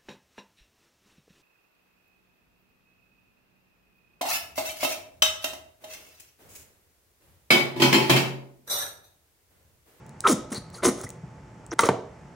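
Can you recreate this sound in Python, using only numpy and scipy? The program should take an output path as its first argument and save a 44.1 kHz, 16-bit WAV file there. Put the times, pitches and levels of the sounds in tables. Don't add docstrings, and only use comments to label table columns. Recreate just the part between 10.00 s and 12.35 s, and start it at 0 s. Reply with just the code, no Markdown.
import sys
import numpy as np
from scipy import signal
from scipy.fft import rfft, irfft
from scipy.io import wavfile

SR = 44100
rng = np.random.default_rng(int(sys.argv[2]) if len(sys.argv) > 2 else 0)


def bounce(signal):
    frames = np.transpose(np.atleast_2d(signal))
    limited = np.clip(frames, -1, 1)
    pcm = np.round(limited * 32767).astype(np.int16)
    wavfile.write(sys.argv[1], SR, pcm)


N = 103635


# start and length in seconds, first and last pitch in Hz, level in dB.
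GULPS = [(0.252, 0.057, 393.6, 395, -29), (0.295, 0.059, 346.6, 120, -20), (0.517, 0.025, 258, 180, -30),
         (0.579, 0.0085, 171.6, 131, -32), (.831, 0.025, 365, 350, -28.5), (0.849, 0.04, 372.5, 347, -20),
         (0.872, 0.031, 320.6, 149.5, -20.5), (1.041, 0.023, 137, 94, -33.5),
         (1.236, 0.02, 164, 141, -33.5), (1.72, 0.027, 385, 252, -32), (1.896, 0.073, 149.3, 110, -36)]

def gulps(wobble=0.33, overtone_db=-14):
    out = np.zeros(N)
    for start, length, from_hz, to_hz, db in GULPS:
        progress, envelope = swell(length, rise=0.032, fall=0.79)
        turn = np.exp(2j * np.pi * np.cumsum(from_hz + (to_hz - from_hz) * progress) / SR)
        flutter_hz = 0.55 * (from_hz + to_hz) / 2
        fundamental = turn * (1 + wobble * flutter(flutter_hz, len(turn)))
        overtone = amp(overtone_db) * turn ** 2 * flutter(flutter_hz, len(turn))
        add(out, start, amp(db) * envelope * unit((fundamental + overtone).imag))
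    return out


# start and length in seconds, pitch in Hz, level in dB, roughness from 0 to 1.
SQUEAKS = [(0.24, 0.0064, 1420, -23, 0.6), (0.248, 0.011, 1290, -16.5, 0.55), (0.26, 0.0075, 1293, -12, 0),
           (0.247, 0.026, 970, -24.5, 1), (0.538, 0.045, 4300, -39.5, 0.85), (0.74, 0.016, 4440, -45.5, 1),
           (0.78, 0.028, 1340, -45.5, 0.43), (1.064, 0.0091, 1980, -41, 0), (1.71, 0.011, 5900, -34.5, 0.8),
           (1.828, 0.013, 1130, -20.5, .6)]

def squeaks():
    out = np.zeros(N)
    for start, length, hz, db, rough in SQUEAKS:
        progress, envelope = swell(length, rise=0.58, fall=0.064)
        wobble = 1 - rough + rough * flutter(0.12 * hz, len(progress))
        tone = (wobble * np.exp(2j * np.pi * hz * length * progress)).imag
        add(out, start, amp(db) * envelope * unit(tone))
    return out


# start and length in seconds, splat level and spray level in dB.
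SPUTTERS = [(0.235, 0.074, -35.5, -47), (0.267, 0.023, -27, -30), (0.274, 0.066, -32, -26),
            (0.5, 0.016, -48, -50), (0.516, 0.023, -36, -35.5), (0.532, 0.06, -42.5, -42),
            (0.724, 0.074, -50, -50), (0.821, 0.018, -37.5, -65), (0.828, 0.031, -25.5, -31),
            (.843, 0.029, -27.5, -24), (0.862, 0.04, -28, -28), (0.949, 0.093, -48.5, -48),
            (1.031, 0.023, -41.5, -41.5), (1.718, 0.024, -36.5, -47.5), (1.783, 0.051, -30.5, -35),
            (1.829, 0.055, -28, -34.5)]
# frequency in Hz, level in dB.
SPLAT_SPECTRUM = [(60, -38), (130, -5.5), (220, 1.5), (420, 7.5), (560, 6.5), (760, -3), (950, 1.5),
                  (1200, 4.5), (1700, -4.5), (2080, -1), (2600, -14), (4000, -11), (7000, -42),
                  (16000, -68)]
SPRAY_SPECTRUM = [(300, -17), (2500, -23), (3500, -14), (4500, -13.5), (5100, -8), (6250, -1), (7500, -7.5),
                  (9200, -1), (10800, -3), (12200, -14), (15800, -14)]

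def sputters(flap_hz=230, flap_depth=0.21):
    wet, fine = np.zeros((2, N))
    for start, length, splat_db, spray_db in SPUTTERS:
        add(wet, start, amp(splat_db) * swell(length, rise=0.34, fall=0.33)[1])
        add(fine, start, amp(spray_db) * swell(length, rise=0.54, fall=0.33)[1])
    flap_phase = 2 * np.pi * np.cumsum(flap_hz * (1 + 0.2936 * wander(hz=143.7))) / SR
    flap = unit(np.exp(flap_depth * np.cos(flap_phase)))
    splats = colour(wet * flap * clicks(per_s=3000, spread_db=1.8), SPLAT_SPECTRUM)
    spray = colour(fine * flap * fizz(), SPRAY_SPECTRUM)
    return splats + spray


def fizz(films_per_s=12000, ring_s=0.0007, count=30):
    t = np.arange(400) / SR
    pitches = np.linspace(1000, 15500, count) + rng.uniform(-120, 120, count)
    pings = np.sin(2 * np.pi * pitches[:, None] * t) * t * np.exp(-t / ring_s * 2)
    films = (signal.oaconvolve(clicks(films_per_s / count, spread_db=3), ping)[:N] for ping in pings)
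    return unit(sum(films))


# start in seconds, level in dB, first and last pitch in Hz, 60 dB decay time in seconds.
BUBBLES = [(0.2691, -17, 1560, 3690, 0.015), (0.2741, -8, 1400, 1450, 0.0063),
           (.274, -10.5, 3200, 3980, 0.0089), (1.007, -37, 1525, 1170, 0.033),
           (1.7182, -21, 1270, 1440, 0.006), (1.834, -12.5, 470, 460, 0.026), (1.8888, -6, 932, 903, 0.026),
           (1.8912, -9, 614, 249, 0.036), (1.94, -27.5, 415, 298, 0.026)]

def bubbles():
    out, t = np.zeros(N), np.arange(SR // 8) / SR
    for start, db, from_hz, to_hz, t60 in BUBBLES:
        hz = to_hz + (from_hz - to_hz) * np.exp(-t / (0.12 * t60))
        add(out, start, amp(db) * decay(t, t60) * np.sin(2 * np.pi * np.cumsum(hz) / SR))
    return low_cut(out, hz=140)


# start in seconds, then ring, snap and thud levels in dB.
POPS = [(1.7913, -13, -12, -30.5), (1.8355, -36, -23.5, -25.5), (1.8885, -25, -21.5, -18.5)]
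# pitch in Hz, level in dB, 60 dB decay time in seconds.
BOTTLE_MODES = [(490, -21, 0.055), (925, 5, 0.051), (1147, 2.5, 0.042), (1374, 10.5, 0.023),
                (1550, 0, 0.037), (2033, 2, 0.024)]
# frequency in Hz, level in dB.
SNAP_SPECTRUM = [(60, -19), (250, 0.5), (1000, 1.5), (1900, 6), (2700, 0.5), (4200, -3.5), (5200, -9.5),
                 (6200, -3.5), (7800, -9.5), (9000, -0.5), (11500, -17), (16000, -17)]
THUD_SPECTRUM = [(30, -67), (80, 1.5), (200, 5), (470, -1.5), (800, -3.5), (1700, -8.5), (2600, -21.5),
                 (16000, -51)]

def pops(ring_rise_s=0.0018):
    ring, snap, thud = np.zeros((3, N))
    t = np.arange(SR // 4) / SR
    for start, ring_db, snap_db, thud_db in POPS:
        modes = sum(amp(db) * decay(t, t60) * np.sin(2 * np.pi * (hz * t + rng.random()))
                    for hz, db, t60 in BOTTLE_MODES)
        add(ring, start, amp(ring_db) * modes * (1 - np.exp(-t / ring_rise_s)))
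        add(snap, start, puff(snap_db, decay_s=0.0041))
        add(thud, start, puff(thud_db, decay_s=0.012))
    return ring + colour(snap, SNAP_SPECTRUM) + colour(thud, THUD_SPECTRUM)


# start in seconds, level in dB.
TICKS = [(0.065, -42.5), (.0935, -39), (0.2058, -18.5), (0.2955, -15), (.5467, -24.5), (0.7021, -38.5),
         (1.0141, -26), (1.0912, -28), (1.1033, -24.5), (1.6648, -37), (1.809, -14), (1.8581, -17.5)]
# frequency in Hz, level in dB.
TICK_SPECTRUM = [(200, -4), (1500, -19), (4000, -5), (5200, -7), (6400, 2), (9000, 6), (12000, -11.5),
                 (16000, 4)]

def ticks():
    out = np.zeros(N)
    for start, db in TICKS:
        add(out, start, puff(db, decay_s=0.00094))
    return colour(out, TICK_SPECTRUM)


# delay in seconds, level in dB.
NEAR_ECHOES = [(.0016, -35.5), (.0039, -34), (.0087, -18)]
# frequency in Hz, 60 dB decay time in seconds.
ROOM_T60 = [(120, 0.23), (500, 0.6235), (1400, 0.36), (3700, 0.46), (6000, 0.3952), (10000, 0.24)]
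# frequency in Hz, level in dB.
ROOM_SPECTRUM = [(60, -13), (200, 4), (480, 5), (720, 7.5), (900, 3), (3000, 4.5), (4200, 3.5), (5800, 4.5),
                 (10000, 5.5), (16000, -1.5)]

def kitchen(x, tail_db=-13, onset_s=0.012):
    t = np.arange(SR * 3 // 4) / SR
    hz, times, bands = signal.stft(rng.standard_normal(len(t)), SR, nperseg=256)
    bands = bands * decay(times, read(ROOM_T60, hz)[:, None])
    tail = signal.istft(bands, SR, nperseg=256)[1][:len(t)]
    tail = colour(tail * np.minimum(t / onset_s, 1) ** 2, ROOM_SPECTRUM)
    response = amp(tail_db) * tail / np.linalg.norm(tail)
    for delay, db in NEAR_ECHOES:
        add(response, delay, amp([db]))
    return signal.fftconvolve(x, response)[:N]


# pitch in Hz, level in dB, 60 dB decay time in seconds.
KITCHEN_MODES = [(477.3, -35, 0.43), (1276, -45, 1.2), (5720, -37.5, 0.65)]

def sympathetic_ring(x):
    response, t = np.zeros(SR), np.arange(SR) / SR
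    for hz, db, t60 in KITCHEN_MODES:
        mode = decay(t, t60) * np.sin(2 * np.pi * hz * t)
        response += amp(db) * mode / np.linalg.norm(mode)
    return signal.fftconvolve(x, response)[:N]


# frequency in Hz, level in dB.
NOISE_SPECTRUM = [(20, -49), (50, 1.5), (85, -2.5), (150, 5), (280, -8.5), (750, -12.5), (2100, -22),
                  (3900, -36.5), (5500, -32.5), (7500, -34), (10700, -44.5), (16000, -53)]
HUM_TONES = [(119.5, -55), (359, -63.5), (872, -62)]

def room_tone(noise_db=-47.5):
    t = np.arange(N) / SR
    middle, side = (unit(colour(rng.standard_normal(2 * N), NOISE_SPECTRUM)[N:]) for _ in range(2))
    hum = sum(amp(db) * unit(np.sin(2 * np.pi * hz * t + 0.27 * wander(hz=2.3))) for hz, db in HUM_TONES)
    return amp(noise_db) * spread(middle, side, width=0.54) + hum


def amp(db):
    return 10 ** (np.asarray(db) / 20)


def unit(x):
    return x / np.sqrt(np.mean(x ** 2) + 1e-20)


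def read(points, hz):
    table_hz, value = np.transpose(points)
    return np.interp(np.log(hz + 1), np.log(table_hz + 1), value)


def add(mix, start_s, sound):
    part = mix[max(round(start_s * SR), 0):][:len(sound)]
    part += sound[:len(part)]


def colour(x, spectrum, size=4096):
    log_gain = np.log(amp(read(spectrum, abs(np.fft.fftfreq(size, 1 / SR)))))
    taps = np.fft.ifft(np.exp(np.conj(signal.hilbert(log_gain)))).real[:size // 2]
    return signal.fftconvolve(x, taps / np.linalg.norm(taps))[:len(x)]


def low_cut(x, hz, order=2):
    return signal.sosfilt(signal.butter(order, hz, "high", fs=SR, output="sos"), x)


def wander(hz):
    rolloff = np.exp(-(np.fft.rfftfreq(N, 1 / SR) / hz) ** 2)
    return unit(irfft(rfft(rng.standard_normal(N)) * rolloff, N))


def flutter(hz, count):
    return (wander(hz) + 1j * wander(hz))[:count] / np.sqrt(2)


def decay(t, t60):
    return np.exp(-np.log(1000) * t / t60)


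def swell(length, rise, fall):
    progress = np.arange(0, length, 1 / SR) / length
    attack = np.sin(np.pi / 2 * np.minimum(progress / rise, 1))
    release = np.sin(np.pi / 2 * np.minimum((1 - progress) / fall, 1))
    return progress, attack * release


def clicks(per_s, spread_db):
    size = amp(spread_db * np.minimum(rng.exponential(1, N), 4)) * rng.choice([-1, 1], N)
    return unit(size * (rng.random(N) < per_s / SR))


def puff(db, decay_s, size=4096):
    return amp(db) * rng.choice([-1, 1], size) * np.exp(-np.arange(size) / SR / decay_s)


def spread(middle, side, width):
    side = width * low_cut(side, hz=760, order=1)
    return np.array([middle + side, middle - side])


def scene(break_s=1.7395):
    bursts = gulps() + squeaks() + sputters() + bubbles() + pops()
    sticky = ticks()
    out = room_tone()
    early = np.arange(N) < break_s * SR
    for span in (early, ~early):
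        to_room = (bursts + amp(-3) * sticky) * span
        reverb = spread(kitchen(to_room), kitchen(to_room), width=0.56)
        out += span * (bursts + sticky + sympathetic_ring(to_room) + reverb)
    return out


# frequency in Hz, the left's lead in radians.
PORT_PHASE = [(450, 0), (690, .3), (900, .1), (1300, .25), (2200, 0), (4300, -.1), (5000, .5), (5500, 0),
              (6200, -.1), (8000, -.9), (10000, -1.9), (12500, -3.15), (16000, -4.2)]
# frequency in Hz, left minus right in dB.
PORT_BALANCE = [(350, 0), (680, -4), (1400, 0.5), (2500, -1), (4800, 4), (5500, 0), (14000, -0.5),
                (16000, 5)]

def record(dry, top_hz=16000):
    hz = np.fft.rfftfreq(2 * N, 1 / SR)
    left = np.exp(0.5j * read(PORT_PHASE, hz)) * amp(read(PORT_BALANCE, hz) / 2)
    heard = irfft(rfft(dry, 2 * N) * np.array([left, 1 / left]))[:, :N]
    band_limit = signal.firwin(255, top_hz, window=("kaiser", 9), fs=SR)
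    return signal.oaconvolve(low_cut(heard, hz=45), band_limit[None], "same")


dry = scene()
out = record(dry)
bounce(out)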